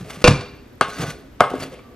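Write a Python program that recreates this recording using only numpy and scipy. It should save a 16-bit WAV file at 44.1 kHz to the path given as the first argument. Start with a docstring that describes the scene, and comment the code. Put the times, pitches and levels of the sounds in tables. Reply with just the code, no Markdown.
"""A hand rustles faintly in a bowl, with two soft low thuds, at first; then a knife knocks the plastic bowl,
which rocks on the counter. In a small kitchen, close to a stereo phone, the blade gathers shredded cabbage
on a wooden board: it lands hard twice, scrapes the shreds between the landings, and faint taps follow.
Bowl, board, blade and counter are banks of decaying modes set ringing by contact forces; leaves are
shaped random clicks. The room rings over a quiet hum, and the loudest peaks are flattened."""
import sys
import numpy as np
from scipy import signal
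from scipy.fft import rfft, irfft
from scipy.io import wavfile
from scipy.ndimage import uniform_filter1d

SR = 44100
rng = np.random.default_rng(int(sys.argv[2]) if len(sys.argv) > 2 else 0)


def bounce(signal):
    """Save signal as a 16-bit WAV file at the path given by the first command-line argument."""
    frames = np.transpose(np.atleast_2d(signal))
    limited = np.clip(frames, -1, 1)
    pcm = np.round(limited * 32767).astype(np.int16)
    wavfile.write(sys.argv[1], SR, pcm)


N = 85995  # samples
TIME_S = np.arange(N) / SR


def undb(db):
    """Amplitude ratio for a level in dB."""
    return 10 ** (np.asarray(db) / 20)


def unit(x):
    """Scale to an RMS of 1."""
    return x / np.sqrt(np.mean(x ** 2) + 1e-18)


def colour(x, table):
    """Shape the spectrum by (f/Hz, level/dB) points, joined along log frequency."""
    hz, db = np.array(table).T
    f = np.maximum(np.fft.rfftfreq(x.shape[-1], 1 / SR), 1)
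    gain = undb(np.interp(np.log(f), np.log(hz), db))
    return irfft(rfft(x) * gain, x.shape[-1])


def band(x, lo_hz, hi_hz):
    """Keep the sound between two frequencies."""
    return signal.sosfilt(signal.butter(2, [lo_hz, hi_hz], "band", fs=SR, output="sos"), x)


def ring(force, modes, tilt_db=lambda hz: 0, share=1):
    """A force rings a bank of decaying modes, neighbours in opposite phase; share scales each decay."""
    out = 0
    for k, (hz, db, t60) in enumerate(modes):
        radius = np.exp(-np.log(1000) / (t60 * share * SR))
        angle = 2 * np.pi * hz / SR
        resonator = [1, -2 * radius * np.cos(angle), radius * radius]
        out = out + (-1) ** k * undb(db + tilt_db(hz)) * signal.lfilter([.5, 0, -.5], resonator, force)
    return out


def push(ms):
    """A raised-cosine contact force of unit area; a longer contact excites less treble."""
    pulse = np.hanning(int(ms * SR / 1000) + 3)[1:-1]
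    return pulse / pulse.sum()


def blows(rows):
    """A force with one push at each (t/s, level/dB, contact/ms)."""
    force = np.zeros(N + 2000)
    for s, db, ms in rows:
        pulse, start = push(ms), int(s * SR)
        force[start:start + len(pulse)] += undb(db) * pulse
    return force[:N]


def grains(rate, scatter_db):
    """Random clicks of either sign, rate per second, a few much larger than the rest."""
    chance, sign, size = rng.random((3, N))
    return (chance < rate / SR) * np.sign(sign - .5) * undb(-scatter_db * np.log(1 - size))


def fade(s, db, t60):
    """A level that starts at s and dies away by 60 dB in t60 seconds."""
    t = TIME_S - s
    return undb(db - 60 * np.maximum(t, 0) / t60) * (t >= 0)


def walk(rate):
    """Smoothed random steps, rate per second, with an RMS of 1."""
    hold = int(SR / rate)
    steps = np.repeat(rng.standard_normal(N // hold + 1), hold)
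    return unit(uniform_filter1d(steps, hold)[:N])


def region(centre_hz, octaves):
    """dB by which a mode is weaker, the further it lies from the region that a blow favours."""
    return lambda hz: -6 * (np.log2(hz / centre_hz) / octaves) ** 2


# spectrum of the kitchen air [f/Hz, level/dB per Hz, relative]
AIR_SPECTRUM = [(15, -44), (25, -11), (43, -0.5), (127, -6.5), (187, -14.5), (231, -4), (377, -12),
                (418, -14.5), (600, -17), (665, -21.5), (797, -24), (1600, -25.5), (12000, -47),
                (15600, -62), (22000, -120)]
HUM_DB, HUM_WIDTH = -44.5, 0.64
WHINE_HZ, WHINE_DB = 13050, -64


def hum():
    """Shaped noise for quiet kitchen air, widened above the bass, and a faint, wavering high whine."""
    mid, side = colour(rng.standard_normal((2, N)), AIR_SPECTRUM)
    side = HUM_WIDTH * band(side, 290, 21000)
    air = unit(np.array([mid + side, mid - side])) * undb(HUM_DB)
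    whine = unit(band(rng.standard_normal(N), WHINE_HZ - 40, WHINE_HZ + 40))
    return air + undb(WHINE_DB) * whine


# how long the room rings [f/Hz, t60/s]
ROOM_DECAYS = [(100, 0.44), (400, 0.47), (1500, 0.63), (5000, 0.63), (12000, 0.2)]
ROOM_DB, EARLY_DB, EARLY_T60_S = -16, -10.5, 0.2
ROOM_WIDTH, TREBLE_WIDTH, WIDE_ABOVE_HZ = 0.12, 1, 9900


def room(x):
    """Dense early reflections and a longer tail whose decay depends on frequency, shortest in the treble."""
    t, tail = np.arange(SR) / SR, 0
    hz, t60 = np.array(ROOM_DECAYS).T
    for centre in 60 * 2. ** np.arange(8):  # octave bands
        noise = band(rng.standard_normal((2, SR)), centre / np.sqrt(2), centre * np.sqrt(2))
        tail = tail + noise * undb(-60 * t / np.interp(np.log(centre), np.log(hz), t60))
    early = rng.standard_normal((2, SR)) * undb(-60 * t / EARLY_T60_S)
    unit_energy = lambda h: h / np.sqrt(np.sum(h[0] ** 2))
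    echo = undb(ROOM_DB) * unit_energy(tail) + undb(EARLY_DB) * unit_energy(early)
    mid, other = echo * np.minimum(t / 0.00105, 1)  # builds up over about 1 ms
    side = ROOM_WIDTH * other + TREBLE_WIDTH * band(other, WIDE_ABOVE_HZ, 10700)
    response = np.array([mid + side, mid - side])
    return signal.fftconvolve(x[None], response, axes=1)[:, :N]


# modes of the counter [f/Hz, level/dB, t60/s]
COUNTER_MODES = [(62.3, -32.5, 0.28), (135.3, -9.5, 0.081), (91, -16.5, 0.11), (185.4, -20, 0.087),
                 (225, -22, .2), (291, -19.5, 0.077), (404, -30.5, 0.76)]
# thuds through the counter [t/s, level/dB, contact/ms]
COUNTER_THUDS = [(.010, -14.5, 5.6), (.021, -17.5, 4.1), (.2425, -1.5, 1.9), (.2803, 12, 2.6),
                 (.308, 5, 3.64), (.366, -36, 1), (.53, -21.5, 5.4), (.811, -14.5, 1.4),
                 (1.4065, -8.5, 2.1)]


def thuds():
    """Soft pushes ring the low modes of the counter."""
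    return ring(blows(COUNTER_THUDS), COUNTER_MODES)


# modes of the steel blade [f/Hz, level/dB, t60/s]
BLADE_MODES = [(1160, -16, 0.21), (1486, -14.5, 0.53), (1988, -19, 0.13), (2760, -26, .15),
               (3470, -17, 0.12), (4066, -18.5, 0.16), (4320, -18, 0.086), (4592, -9.5, 0.15),
               (5270, -24, 0.14), (6035, -15, 0.085), (6360, -16.5, 0.1), (6680, -19, 0.14),
               (7800, -34, 0.05)]
# one blade mode sings out while the edge drags [start t/s, length/s, near f/Hz, level/dB]
BLADE_SWELLS = [(.885, .075, 4055, -46), (.93, .07, 4590, -47), (0.987, .03, 5320, -46),
                (1.018, 0.045, 4260, -45), (1.018, .03, 6360, -38), (1.025, 0.08, 1988, -43.5),
                (1.078, 0.042, 4590, -47), (1.062, .04, 3450, -48), (1.085, .05, 4260, -50),
                (1.08, .025, 5320, -49), (1.79, 0.17, 1138, -55)]


def swells():
    """Friction, as noise, feeds one mode of the blade for a moment, rising and falling."""
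    out = 0
    for s, length, hz, db in BLADE_SWELLS:
        mode = min(BLADE_MODES, key=lambda m: abs(m[0] - hz))
        tone = unit(ring(rng.standard_normal(N), [mode]))
        out = out + undb(db) * tone * np.sin(np.pi * np.clip((TIME_S - s) / length, 0, 1))
    return out


# modes of the wooden board [f/Hz, level/dB, t60/s]
BOARD_MODES = [(263.5, -5, 0.24), (394.7, 0.5, 0.11), (501, 4, 0.076), (590.6, -1, .12), (708, 2.5, 0.071),
               (798, -5.5, 0.13), (877, 2, 0.055), (987, -1, 0.04), (1092, 2, 0.083), (1292, 5, 0.037),
               (1463, 0, 0.065), (1625, -1, 0.07), (2115, -10, 0.19), (2310, -9, 0.07), (2620, -6, 0.016),
               (3115, 1, 0.03)]
# three spells: a hand rustling in the bowl, then two of scraping and handling
# [t/s, rustle level/dB, jerks in counter level/dB, jerks in board level/dB, blade over rustle level/dB]
SCRAPE_SPELLS = [
    [(0.0, -41, -40, -38, -15), (0.02, -46, -32.5, -49, -7), (0.054, -45.5, -41, -41, -14),
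     (0.094, -45, -48, -43, -19), (0.104, -33, -47, -54, -6.5), (0.114, -37.5, -46, -40.5, -8.5),
     (0.214, -46.5, -41, -51, -10), (0.225, -28.5, -43, -30, -7)],
    [(0.88, -38.5, -35.5, -39, -15), (0.94, -42, -62, -42.5, -0.5), (0.968, -40, -52, -49, -5),
     (0.985, -37.5, -33, -35, -11), (1.032, -30.5, -31, -44, -3.5), (1.054, -34, -35, -33, -10),
     (1.108, -39.5, -38.5, -59, 1), (1.132, -44.5, -71, -43.5, -14), (1.218, -60, -51, -49.5, -20),
     (1.3, -73, -64, -60, -10)],
    [(1.5, -43, -47, -42, -14), (1.524, -44.5, -38, -42, -15), (1.584, -42, -41, -44, -21),
     (1.634, -38.5, -39, -34.5, 0), (1.694, -53, -56, -42.5, -21), (1.732, -48, -40.5, -60, -6),
     (1.774, -63, -64, -45, -20), (1.804, -65, -48, -55, -18), (1.82, -76, -71, -54.5, -15),
     (1.95, -79, -64, -49, -14)],
]
# spectrum of the leaves [f/Hz, level/dB per Hz, relative]
LEAF_SPECTRUM = [(290, -40), (500, -7), (1000, -15.5), (1170, -9), (1800, -14.5), (2040, -10.5),
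                 (3830, -18.5), (6240, -22), (14000, -26)]
GRAINS_PER_S, GRAIN_SCATTER_DB, RUSTLE_WANDER_DB = 1900, 2.2, 3
SLIPS_PER_S, SLIP_SCATTER_DB, SLIP_MS = 900, 1.5, 1.65
SING_WANDER_DB, SING_WANDER_PER_S = 4, 22


def rustle_and_scrape():
    """Leaves crackle as random clicks; noise sings in the blade modes; small jerks ring counter and board."""
    def gain(*columns):
        total = 0
        for spell in SCRAPE_SPELLS:
            rows = np.array(spell)
            db = sum(np.interp(TIME_S, rows[:, 0], rows[:, k], -120, -120) for k in columns)
            total = total + undb(db)
        return uniform_filter1d(total, size=300)

    clicks = grains(GRAINS_PER_S, GRAIN_SCATTER_DB) * undb(RUSTLE_WANDER_DB * walk(60.16))
    leaves = unit(colour(clicks, LEAF_SPECTRUM))
    sing = 0
    for mode in BLADE_MODES:
        friction = rng.standard_normal(N) * undb(SING_WANDER_DB * walk(SING_WANDER_PER_S))
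        sing = sing + ring(friction, [mode])
    slips = np.convolve(grains(SLIPS_PER_S, SLIP_SCATTER_DB), push(SLIP_MS))[:N]
    counter = unit(ring(slips, COUNTER_MODES, share=0.47))
    wood = unit(ring(slips, BOARD_MODES, share=0.38))
    return gain(1) * leaves + gain(1, 4) * unit(sing) + gain(2) * counter + gain(3) * wood


# a faint early tick, then the edge catching as it scrapes [t/s, level/dB, contact/ms, counter level/dB]
EDGE_CATCHES = [(.1, -46, .1, -33), (0.994, -31, 0.76, -7), (1.0007, -31, 1, -12), (1.0073, -27, 0.83, -7),
                (1.0223, -33.5, 0.36, -16), (1.0285, -29.5, 0.42, -15), (1.0367, -28, 0.43, -6),
                (1.0453, -32, 0.5, -11), (1.054, -33, .9, -19), (1.063, -33, 1, -27),
                (1.078, -35.5, .4, -13), (1.09, -34, .4, -24)]


def catches():
    """Each catch knocks the board, the blade and the counter, with shortened wood and counter decays."""
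    force = blows([row[:3] for row in EDGE_CATCHES])
    low = blows([(s, counter_db, 2.5) for s, _, _, counter_db in EDGE_CATCHES])
    wood = ring(force, BOARD_MODES, share=0.32)
    steel = undb(-4.5) * ring(force, BLADE_MODES)
    return wood + steel + ring(low, COUNTER_MODES, share=0.34)


# modes of the plastic bowl [f/Hz, level/dB, t60/s]
BOWL_MODES = [(490.4, -5, 0.19), (608, -13, 0.072), (398, -11.5, 0.076), (930, -18.5, 0.11),
              (1085.5, -15, 0.3), (1443, -12, 0.046), (2360, -11.5, 0.19), (2510, -15, 0.16),
              (2724, -9, 0.11), (2890, -31, 0.092), (3980, -14, 0.04), (4540, -4.5, 0.068),
              (5210, -8, 0.04), (5950, -9, .05), (6110, -1, 0.056)]
# knocks on the bowl [t/s, relative level/dB, contact/ms, clatter level/dB, loudest region f/Hz, width/octaves]
BOWL_KNOCKS = [(0.2411, 8, 0.24, -6, 1200, 5.2), (0.2472, -3, 0.21, -16.5, 2400, 2.2),
               (0.2524, -5, 0.63, -22, 500, 1.3), (.259, 5, 0.6, -26, 1100, 0.89),
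               (.264, -1.5, .4, -26, 1000, .8), (0.271, 2, 0.15, -20, 2750, .3),
               (0.2755, 2.5, 0.27, -10, 1600, 0.73), (.2785, 5, .15, -8, 2700, .9),
               (0.306, -19, 0.23, -30, 1100, 0.91), (0.357, -27, 0.32, -52, 1090, 1.5),
               (0.409, -39, 0.4, -31, 600, 2)]
# spectrum of the clatter [f/Hz, level/dB per Hz, relative]
CLATTER_SPECTRUM = [(290, -3), (500, -8), (990, -8.5), (1080, -3.5), (1250, -11.5), (4050, -15),
                    (10900, -30.5), (14000, -64)]
CLATTER_T60_S, SETTLE_T60_S, SETTLE_DB = 0.036, 0.31, -22  # shreds tumble, then settle more quietly
BOWL_LANDS_S, LANDED_T60_S = 0.282, 0.035  # set down, the bowl soon stops ringing


def bowl():
    """Knocks ring the plastic, clatter, and shake the shreds inside."""
    noise = unit(colour(rng.standard_normal(N) + grains(1700, 2.9), CLATTER_SPECTRUM))
    damp = fade(BOWL_LANDS_S, 0, LANDED_T60_S) + (TIME_S < BOWL_LANDS_S)
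    out = 0
    for s, db, ms, clatter_db, centre_hz, octaves in BOWL_KNOCKS:
        plastic = .5 * ring(blows([(s, db, ms)]), BOWL_MODES, region(centre_hz, octaves))
        if s < BOWL_LANDS_S:
            plastic = plastic * damp
        clatter = fade(s, clatter_db, CLATTER_T60_S)
        settling = fade(s, clatter_db + SETTLE_DB, SETTLE_T60_S)
        out = out + plastic + noise * (clatter + settling)
    return out


# blade on the board [t/s, relative level/dB, contact/ms, loudest region f/Hz, width/octaves,
# spacing of the modes this spot favours f/Hz, then, relative to the blow: blade level/dB,
# crack level/dB, crunch of crushed leaves level/dB; left minus right level/dB]
BOARD_BLOWS = [(.8104, -1, 0.15, 1000, 1.5, 1300, -19.5, -16, -26, 2.5),
               (.8195, -9, .6, 590, .2, 9000, -30, -30, -40, 2),
               (.829, -17, .3, 1625, .15, 9000, -30, -30, -40, 2),
               (1.398, -28, 0.3, 860, .6, 9000, -30, -31, -18, -1),
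               (1.4055, 4, 0.25, 1020, 1.5, 653, -30, -18, -44, 2),
               (1.421, -7, .4, 1090, 0.1, 9000, -37, -35, -43, 1),
               (1.430, -23, .2, 2100, .2, 9000, -28, -30, -38, 2),
               (1.438, -8, .45, 1110, 0.4, 9000, -36, -39, -32, 3),
               (1.513, -18, 0.79, 394, 1.6, 3000, -48, -37, -40, 0),
               (1.5362, -9, 1.0, 395, 1.6, 3020, -30, -37, -39, 1.5),
               (1.555, -16.5, 1.1, 333, 0.76, 3000, -30, -27, -47, 5),
               (1.605, -29, 0.56, 2200, 1, 9000, -30, -4, -12, 2),
               (1.629, -31.5, 0.25, 1280, 0.35, 9000, -32, -5, -15, 7),
               (1.720, -22.5, 0.33, 494, 0.32, 3000, -45, -28, -41, 0),
               (1.727, -23.5, 1.05, 496, 0.23, 3000, -41, -43, -42, 0),
               (1.733, -23, 0.73, 499, 0.36, 3000, -43, -38, -37, 1),
               (1.741, -27, 0.88, 412, 0.75, 2980, -37, -40, -36, 0),
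               (1.7415, -29.5, .15, 2320, 0.2, 9000, -37, -13.5, -25.5, 3),
               (1.791, -21, 0.087, 2370, 0.13, 8900, -40, -38, -39, 3),
               (1.791, -34, 0.35, 1100, 0.39, 9000, -40, -34, -34, -1)]
SLAP_DB, SLAP_PER_DB, SLAP_SHARE = 12, 0.32, 0.13  # extra short ring; softer landings slap less
MISS_DB = -7.5  # for modes midway between those that the spot favours
CRACK_T60_S, CRACK_HZ, CRUNCH_T60_S, CRUNCH_HZ = 0.013, 2900, 0.22, 2670


def board():
    """Each landing rings the board where it is struck, the blade a little, with a crack and a crunch."""
    out = 0
    noise = unit(band(rng.standard_normal(N), CRACK_HZ / 3, CRACK_HZ * 3.57))
    leaves = unit(band(grains(3000, 1.7), CRUNCH_HZ / 1.41, CRUNCH_HZ * 1.27))
    for s, db, ms, region_hz, octaves, miss_hz, blade_db, crack_db, crunch_db, pan_db in BOARD_BLOWS:
        favoured = region(region_hz, octaves)
        tilt = lambda hz: favoured(hz) + MISS_DB * np.sin(np.pi * hz / miss_hz) ** 2
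        force = blows([(s, db - 12, ms)])
        slap = undb(SLAP_DB + SLAP_PER_DB * db) * ring(force, BOARD_MODES, tilt, share=SLAP_SHARE)
        wood = ring(force, BOARD_MODES, tilt) + slap
        steel = ring(blows([(s, db + blade_db, .05)]), BLADE_MODES)
        crack = noise * fade(s, db + crack_db, CRACK_T60_S)
        crunch = leaves * fade(s, db + crunch_db, CRUNCH_T60_S)
        pan = undb(np.array([[pan_db], [-pan_db]]) / 2)
        out = out + (wood + steel + crack + crunch) * pan
    return out


def scene():
    """Everything close to the microphones, its ring in the room, and the hum behind."""
    near = thuds() + swells() + rustle_and_scrape() + catches() + bowl() + board()
    return hum() + room(near.mean(axis=0)) + near


PORT_LAG_S, BASS_CUT_HZ, TOP_HZ = 3.0e-5, 20, 15500
PEAK_LIMIT = 1.


def record(dry):
    """Sound reaches the right microphone port a moment late; deep bass is lost, peaks flatten, the top is cut."""
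    f = np.fft.rfftfreq(N, 1 / SR)
    late = irfft(rfft(dry[1]) * np.exp(-2j * np.pi * f * PORT_LAG_S), N)
    bass_cut = signal.butter(1, BASS_CUT_HZ, "high", fs=SR, output="sos")
    x = signal.sosfilt(bass_cut, np.array([dry[0], late]))
    top_cut = signal.ellip(8, .2, 70, TOP_HZ, fs=SR, output="sos")
    return signal.sosfilt(top_cut, np.clip(x, -PEAK_LIMIT, PEAK_LIMIT))


dry = scene()
out = record(dry)
bounce(out)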